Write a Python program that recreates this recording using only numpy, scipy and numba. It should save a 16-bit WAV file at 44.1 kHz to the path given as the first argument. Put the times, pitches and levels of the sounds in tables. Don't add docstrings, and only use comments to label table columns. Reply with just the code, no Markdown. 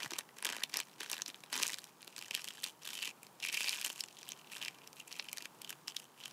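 import sys
import numpy as np
from scipy import signal
from scipy.fft import rfft, irfft
from scipy.io import wavfile
from scipy.ndimage import uniform_filter1d
from numba import njit

SR = 44100
rng = np.random.default_rng(int(sys.argv[2]) if len(sys.argv) > 2 else 0)


def to_wav(s):
    ch = np.atleast_2d(s).T
    pcm = np.round(np.clip(ch, -1, 1) * 32767)
    wavfile.write(sys.argv[1], SR, pcm.astype(np.int16))


N = 278712
TIME_S = np.arange(N) / SR

# freq_hz, relative_db
HUSH = [(18, -60), (30, -36), (64, -22), (99, -16.5), (139, -1.5), (288, -4), (328, -3.5), (460, -5),
        (581, -8), (928, -3), (1520, -11), (1920, -16), (3070, -18.5), (11600, -21.5), (15000, -22)]
HUSH_DB = -62
# centre_hz, width_hz, gain_db
POCKET = [(1040, 190, -3.5), (2730, 770, 2.5), (5100, 3600, -16), (9600, 8600, -2.5)]
# start_s, peak_db (before high-pass), pitch_hz
FLOPS = [(0.041, -48.5, 307), (0.057, -44.5, 133.6), (0.12, -43.5, 362), (0.131, -50, 320),
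         (0.458, -45.5, 355), (1.007, -46, 388), (1.283, -51, 270), (1.612, -47.5, 360), (2.075, -56, 387)]
# start_s, length_s, drive_db, treble_relative_db
PRESSES = [(0.0, 0.064, -46, -7), (0.101, 0.11, -52, -9), (0.37, 0.1, -63, -3), (0.446, 0.094, -46.5, -14),
           (0.528, 0.12, -53, -7), (0.695, 0.053, -60, -1.5), (.745, 0.067, -44.5, -12.5),
           (0.824, .13, -66, -2.5), (1.001, 0.038, -48.5, -7), (1.03, 0.18, -54.5, -6.5),
           (1.119, 0.035, -47, -4.5), (1.28, .022, -51.5, -4), (1.34, 0.21, -67, -4), (1.53, 0.12, -43, -5),
           (1.645, .10, -50.5, -2), (1.766, 0.13, -64, -1.5), (2.005, 0.17, -64, -3.5),
           (2.185, 0.13, -56.5, -4), (2.34, 0.053, -47, -8), (2.403, .11, -55.5, -2.5),
           (2.532, 0.11, -57, -5), (2.637, 0.026, -46.5, -3), (2.67, 0.028, -54, 0),
           (2.823, 0.035, -56.5, -3), (2.856, 0.15, -49, -3.5), (3.022, 0.072, -44.5, -5.5),
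           (3.238, .02, -65, 1), (3.432, 0.067, -41.5, -10.5), (3.527, .213, -41.5, -5),
           (3.741, 0.087, -47, -5), (3.845, 0.025, -44, -3.5), (3.873, 0.042, -51.5, -1.5),
           (3.921, 0.052, -58, 0), (3.973, .04, -53, -1), (4.03, 0.14, -64.5, -1.5),
           (4.172, .24, -60.5, -6.5), (4.283, 0.031, -56.5, -5), (4.454, 0.058, -62, -10),
           (4.519, 0.07, -52, -3), (4.615, 0.066, -49, -10), (4.702, 0.17, -63, -10),
           (4.973, 0.037, -56, -3.5), (5.07, 0.038, -58.5, -3), (5.115, 0.11, -55, -4.5),
           (5.236, 0.14, -59, -5), (5.405, 0.046, -56, -6), (5.608, 0.046, -62.5, -17),
           (5.682, 0.043, -54, -7), (5.882, 0.029, -53, -3.5), (5.952, 0.094, -61.5, -0.5),
           (6.181, 0.038, -59.5, -3.5), (6.228, 0.032, -50.5, -10.5), (6.269, 0.06, -59, -5)]
PRESS_ATTACK_S, PRESS_RELEASE_S = 0.0091, 0.012
PRESS_SAG_DB = 2.5
HOLD_DB, HOLD_TREBLE_DB, HOLD_WAVER_DB = -76, -2.5, 4
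# time_s, relative_db
LOOSENESS = [(0, -3), (.55, 0), (.8, -5.5), (1.55, -3), (1.8, -5.5), (2.4, -8.5), (2.9, -9.5),
             (3.45, -18.5), (3.85, -9), (4.3, -15), (4.6, -7.5), (5.3, -11), (6.3, -7.5)]
# time_s, centre_hz, ring_relative_db
TUBE = [(0, 1770, 4.5), (.55, 2120, -1), (1.7, 1970, -31), (2.3, 2898, -3), (2.92, 3360, -1),
        (3.06, 2545, 9), (3.45, 2397, 8), (3.8, 2521, -3), (4.0, 2984, -12), (4.3, 3091, -6),
        (4.7, 2456, 7), (5.35, 2398, 5), (5.7, 2902, 2), (6.3, 2996, 1)]
# freq_hz, relative_db
FOIL = [(100, -42.5), (200, -18), (400, -16.5), (680, -17.5), (1020, -11.5), (1350, -13.5), (2000, -5),
        (2600, 0), (4000, -2), (5500, -2.5), (8000, -6), (12000, -10), (15500, -18.5)]
# peak_time_s, level_db (over 4 ms), ring_hz, ring_db, bass_db, treble_db
SNAPS = [(0.032, -36, 3820, 6, 4.5, -7), (0.0614, -40, 1860, 12, 22, 6), (0.1079, -43.5, 6400, 19, 7, 4),
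         (0.119, -41.5, 5740, 7, 24, 6), (0.1354, -37, 5620, 7, 9, -4),
         (0.186, -36.0, 6130, 12.5, 18.5, 10), (0.189, -33.0, 4000, 5.5, 13.5, 9),
         (0.291, -54, 2010, 20, 5, -9), (0.386, -46, 2390, 8.5, 17, 13), (0.426, -38.5, 10350, 11, 23, 5),
         (0.449, -32, 2220, 12, -7, 4.5), (0.4537, -31.5, 1650, 20, -8, 8),
         (0.4677, -33.5, 3500, 14, 13, 5), (0.491, -36, 1640, 10, 6, -4), (0.5017, -40.0, 7000, 8, 19, 5.5),
         (0.5257, -39, 2480, 4, 6, -1), (0.5669, -39, 2690, 8, 18.5, 7), (0.637, -28, 3380, 12.5, 5, 5.5),
         (0.7414, -32, 4830, 6.5, 7, -1), (0.7709, -29.5, 5040, 14.5, 16, 18),
         (0.7904, -38, 5850, 13, 18, -1), (0.8022, -33.5, 1580, 8, 3, 4), (1.007, -38.5, 1654, 14, 2, -2),
         (1.0997, -38.5, 3490, 10, 10, 14), (1.1157, -34.5, 6000, 9.5, 23, 23.5),
         (1.1306, -35, 5150, 14, 12, 3), (1.1808, -42.5, 3450, 10, 15, 4), (1.22, -32.5, 6010, 18, 10, 1),
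         (1.262, -39, 5060, 12, -4, -7), (1.281, -41.5, 5880, 12, 14, 7), (1.345, -45.5, 3540, 12, 15, -3),
         (1.4378, -46, 3530, 7, 13, -6), (1.5323, -38, 4120, 11, 1, -16), (1.5409, -36.5, 5620, 21, 11, -9),
         (1.5773, -35.5, 6320, 18, 7, -1), (1.628, -30.5, 5810, 9, 9, 7),
         (1.633, -26.0, 6160, 8.5, 0.5, -4), (1.6676, -34.0, 6120, 12, 10, 11),
         (1.679, -35.0, 8270, 9, -12, 2), (1.6965, -39.0, 1850, 13.5, 8, -3),
         (1.7029, -40.0, 5690, 5, 15, 5), (1.7337, -38.5, 3360, 5, 7, -1), (1.7427, -35.5, 5520, 8, 0, -9),
         (1.786, -42, 1820, 10, 7.5, 6), (1.7912, -47, 4400, 18, 15, 19), (1.8421, -46, 4470, 5, 5, 8),
         (2.0288, -48.5, 4660, 6, 3, -12), (2.078, -45.0, 3450, 8, 18, 6.5),
         (2.1641, -43.0, 8050, 12, -2, -9), (2.1812, -42, 4780, 7, 17, 5), (2.1906, -43.5, 4780, 12, 2, 6),
         (2.2254, -42.5, 10300, 9, 6, -8), (2.3107, -34.5, 2470, 8, 9, -1), (2.3439, -42, 2680, 8, 6.5, -5),
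         (2.3504, -29, 3390, 15, 7, 9), (2.4437, -40, 4825, 6, 11, 11), (2.479, -40.5, 3040, 10, 2, -4),
         (2.4864, -39.5, 3250, 9, 4, 3.5), (2.507, -44, 2980, 12, 11, -10),
         (2.6415, -31.5, 3643, 14.5, -6, 6.5), (2.8758, -40.5, 3426, 13, 16, 15),
         (2.9534, -40.0, 3260, 7, -5, 2), (2.99, -41, 2975, 11.5, 3, -5), (3.0285, -35.5, 2900, 14, 4, 1),
         (3.0551, -39, 3365, 17, -4.5, 6), (3.0762, -40.5, 2430, 13, -2, -12),
         (3.2313, -48, 2410, 15, 14, 24), (3.268, -52.5, 4670, 11, 7, 3), (3.402, -47, 6500, 6, -2.5, -6),
         (3.4267, -40.5, 2420, 7, -12, -9), (3.4506, -33, 2280, 13, 7, 1.5), (3.487, -36, 2403, 17, 1, 4),
         (3.5444, -35.5, 5010, 9, -4, 7), (3.5719, -38.5, 2480, 18, 13, 4), (3.6077, -34, 2410, 15, 11, 4),
         (3.6438, -35, 4870, 9, 6, -12), (3.6764, -35.5, 2490, 14, 9, -4), (3.6844, -32, 4730, 15, 4, -21),
         (3.694, -29.5, 2360, 13, -17, -1), (3.7305, -34.5, 2467, 12, 1, -15),
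         (3.8145, -36.5, 1634, 13, -7, 5), (3.848, -31.5, 2800, 9, 0, 9), (3.8626, -35, 7820, 11, 11, 4.5),
         (3.9018, -37, 3206, 9, 14.5, 5), (4.0076, -32.0, 5130, 18, -6, 7),
         (4.0383, -39.0, 7970, 14.5, 3, -11), (4.0864, -52.5, 4600, 9, 1, -12),
         (4.189, -49.5, 6440, 13, 11, 7), (4.2307, -46.5, 5520, 11, 10, -2), (4.29, -40.5, 3250, 21, 4, 26),
         (4.32, -38.5, 6270, 9, 6.5, -3), (4.5681, -43, 11490, 6, -1, -12),
         (4.6155, -42.5, 2800, 17, 10, 0), (4.6272, -37.5, 2940, 9.5, -1, -5),
         (4.65, -38.5, 4770, 12, 0, -1), (4.6829, -35.0, 2160, 7.5, -3, -12),
         (4.8752, -47, 5410, 9, 10, 10), (4.9306, -51, 5190, 8, 16, 10), (5.0028, -43.5, 2750, 20, -1, 4),
         (5.127, -41.0, 4940, 9, -16, -5), (5.197, -33.5, 4980, 14.5, 6, -29),
         (5.2872, -41.5, 3060, 10, -1, -11), (5.33, -36.5, 2340, 13.5, 7, 14),
         (5.373, -41, 1788, 20, -11, 2.5), (5.383, -38.5, 5250, 12.5, 9, 2),
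         (5.424, -44.5, 4900, 9, 14.5, 6), (5.4566, -39.5, 2550, 10.5, 12, 0),
         (5.6183, -43.5, 2960, 8, -4, 11.5), (5.6475, -42.5, 3194, 12, -2, 0),
         (5.6944, -41, 3280, 15, 6, 16), (5.7046, -40, 1576, 17, 11, 19.5),
         (5.728, -45.5, 2790, 12, 17, -8), (5.8812, -35, 5460, 9, 7.5, -4),
         (5.9667, -33.0, 3340, 17, -6, 1), (5.9997, -48, 2760, 10.5, 10, 12),
         (6.2378, -46, 3523, 17, 9, -5), (6.2575, -41.5, 1673, 16, -3, -2)]
TOP_HZ = 15500


def undb(db):
    return 10 ** (np.asarray(db) / 20)


def unit(x):
    return x / np.sqrt(np.mean(x ** 2) + 1e-20)


def spectrum_db(points, hz):
    at_hz, db = np.transpose(points)
    return np.interp(np.log(hz + 1), np.log(at_hz), db)


def curves(table):
    s, *columns = np.transpose(table)
    return [np.interp(TIME_S, s, column) for column in columns]


def causal(db):
    cepstrum = irfft(db * np.log(10) / 20)
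    half = len(cepstrum) // 2
    cepstrum[1:half] *= 2
    cepstrum[half + 1:] = 0
    return irfft(np.exp(rfft(cepstrum)))


def band(x, kind, hz, order=3):
    return signal.sosfilt(signal.butter(order, hz, kind, fs=SR, output="sos"), x)


def walk(rate_hz):
    hold = int(SR / rate_hz)
    steps = np.repeat(rng.standard_normal(N // hold + 2), hold)
    return 0.401 * uniform_filter1d(uniform_filter1d(steps, hold), hold)[:N]


@njit
def resonate(x, hz, width_hz):
    y, band_state, low_state = np.empty(len(x)), 0., 0.
    for i in range(len(x)):
        g, damping = np.tan(np.pi * hz[i] / SR), width_hz / hz[i]
        v = (band_state + g * (x[i] - low_state)) / (1 + g * (g + damping))
        band_state = 2 * v - band_state
        low_state += 2 * g * v
        y[i] = damping * v
    return y


def hush(waver_db=2.5):
    colour = undb(spectrum_db(HUSH, np.fft.rfftfreq(N, 1 / SR)))
    noise = irfft(rfft(rng.standard_normal(N)) * colour, N)
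    return unit(noise) * undb(HUSH_DB + waver_db * walk(4.81))


def garden(x, wet_db=-19, t60_s=0.073, size=12000):
    t = np.arange(size) / SR
    tail = band(rng.standard_normal(size), "low", 7800, order=1)
    tail *= undb(-60 * t / t60_s) * (t > 0.003)
    return undb(wet_db) * signal.fftconvolve(x, tail / np.linalg.norm(tail))[:N]


def pocket(x, wet_db=-15.5, t60_s=0.019, build_s=0.0017, size=4096):
    hz, t = np.fft.rfftfreq(size, 1 / SR), np.arange(size) / SR
    colour = sum(undb(db) / (1 + 2j * (hz - centre) / width) for centre, width, db in POCKET)
    tail = rng.standard_normal(size) * undb(-60 * t / t60_s) * (1 - np.exp(-t / build_s))
    response = irfft(rfft(tail / np.linalg.norm(tail)) * colour)
    return undb(wet_db) * signal.fftconvolve(x, response)[:N]


def flops(t60_s=0.031, rise_s=0.0023, size=4000):
    out, t = np.zeros(N + size), np.arange(size) / SR
    envelope = (1 - np.exp(-t / rise_s)) * undb(-60 * t / t60_s)
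    for start_s, peak_db, pitch_hz in FLOPS:
        wave = np.sin(2 * np.pi * pitch_hz * t) * envelope
        start = int(start_s * SR)
        out[start:start + size] += undb(peak_db) * wave / np.abs(wave).max()
    return band(out[:N], "high", 130, order=5)


def effort():
    power = undb(HOLD_DB + HOLD_WAVER_DB * walk(9)) ** 2
    treble = power * undb(HOLD_TREBLE_DB) ** 2
    for start_s, length_s, drive_db, treble_db in PRESSES:
        early_s = np.maximum(start_s - TIME_S, 0)
        late_s = np.maximum(TIME_S - start_s - length_s, 0)
        sag_db = PRESS_SAG_DB * (np.clip((TIME_S - start_s) / length_s, 0, 1) - 0.5)
        fade = np.exp(-np.minimum(early_s / PRESS_ATTACK_S + late_s / PRESS_RELEASE_S, 20))
        press = (undb(drive_db - sag_db) * fade) ** 2
        power = power + press
        treble = treble + press * undb(treble_db) ** 2
    return 10 * np.log10(power), 10 * np.log10(treble / power)


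def facet(ring_hz, ring_db, bass_db, treble_db, ring_ln_width=0.167, scatter=0.36, scatter_s=0.0016,
          travel_at_1khz_s=0.0017, size=512):
    hz, t = np.fft.rfftfreq(size, 1 / SR) + 1, np.arange(size) / SR
    low, high = 1 / (1 + (hz / 1900) ** 4), 1 / (1 + (6500 / hz) ** 4)
    ring = ring_db / (1 + (np.log(hz / ring_hz) / ring_ln_width) ** 2)
    click = causal(spectrum_db(FOIL, hz) + bass_db * low + treble_db * high + ring)
    click = irfft(rfft(click) * np.exp(-4j * np.pi * travel_at_1khz_s * np.sqrt(1000 * hz)))
    paths = rng.standard_normal(size) * np.exp(-t / scatter_s)
    paths *= scatter / np.linalg.norm(paths)
    paths[0] += 1
    wave = signal.fftconvolve(click, paths)[:size]
    return rng.choice([-1, 1]) * wave / np.linalg.norm(wave)


def swarm(rate_hz, spread_db, count):
    out = np.zeros(N)
    for _ in range(count):
        ring_hz = 4200 * np.exp(0.5 * rng.standard_normal())
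        bass_db, treble_db = 4 * rng.standard_normal(2)
        wave = facet(ring_hz, 9.6, bass_db, treble_db, scatter=0.77)
        starts = np.flatnonzero(rng.random(N) < rate_hz / (count * SR))
        sizes = undb(spread_db * np.minimum(rng.exponential(size=len(starts)), 3.1))
        places = starts[:, None] + np.arange(len(wave))
        out += np.bincount(places.ravel(), np.outer(sizes, wave).ravel(), N)[:N]
    return out


def crackle(rate_hz=780, rate_growth=0.38, spread_db=7.5, rub=0.27, rub_growth=0.1, tube_width_hz=600,
            flex=0.092, bass_db=-2.5, body_db=-1.5, treble_db=-1):
    work_db, high_db = effort()
    low_db, = curves(LOOSENESS)
    tube_hz, tube_db = curves(TUBE)
    force = undb(work_db + 52.5)
    grains = unit(swarm(rate_hz * force ** rate_growth, spread_db, count=64))
    grains = grains / np.sqrt(uniform_filter1d(grains ** 2, size=1800) + 1e-4)
    hz = np.fft.rfftfreq(N, 1 / SR)
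    hiss = irfft(rfft(rng.standard_normal(N)) * undb(spectrum_db(FOIL, hz)), N)
    foil = rfft(grains + rub * force ** rub_growth * unit(hiss))
    below, above = 1 / (1 + (hz / 1750) ** 8), 1 - 1 / (1 + (hz / 6300) ** 8)
    bass, body, treble = (unit(irfft(foil * share, N)) for share in (below, 1 - below - above, above))
    tube_gain = undb(tube_db)
    ring = tube_gain * resonate(body, tube_hz * np.exp(flex * walk(35)), 1. * tube_width_hz)
    body = (body + ring) / np.sqrt(1 + 0.48 * tube_gain + 0.28 * tube_gain ** 2)
    bass = band(bass, "high", 125)
    mix = bass * undb(low_db + bass_db) + body * undb(body_db) + treble * undb(high_db + treble_db)
    return undb(work_db) * mix


def snaps(late_db=-6, late_s=0.0004, early_db=-14, early_s=0.0016, size=512):
    out = np.zeros(N + SR)
    span = np.sqrt(0.004 * SR)
    for peak_s, level_db, *colour in SNAPS:
        early, main, late = (np.pad(facet(*colour), size) for _ in range(3))
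        gaps_s = np.array([early_s, late_s]) * rng.uniform(0.4, 1.8, size=2)
        lead, lag = (gaps_s * SR).astype(int)
        wave = undb(early_db) * np.roll(early, -lead) + main + undb(late_db) * np.roll(late, lag)
        start = int(peak_s * SR) - np.argmax(np.abs(wave))
        out[start:start + len(wave)] += wave / np.linalg.norm(wave) * span * undb(level_db)
    return out[:N]


def scene():
    foil = snaps() + crackle() + flops()
    return (foil + pocket(foil) + garden(foil) + hush())[None]


def record(dry):
    return signal.sosfilt(signal.ellip(8, 0.2, 70, TOP_HZ, fs=SR, output="sos"), dry)


dry = scene()
out = record(dry)
to_wav(out)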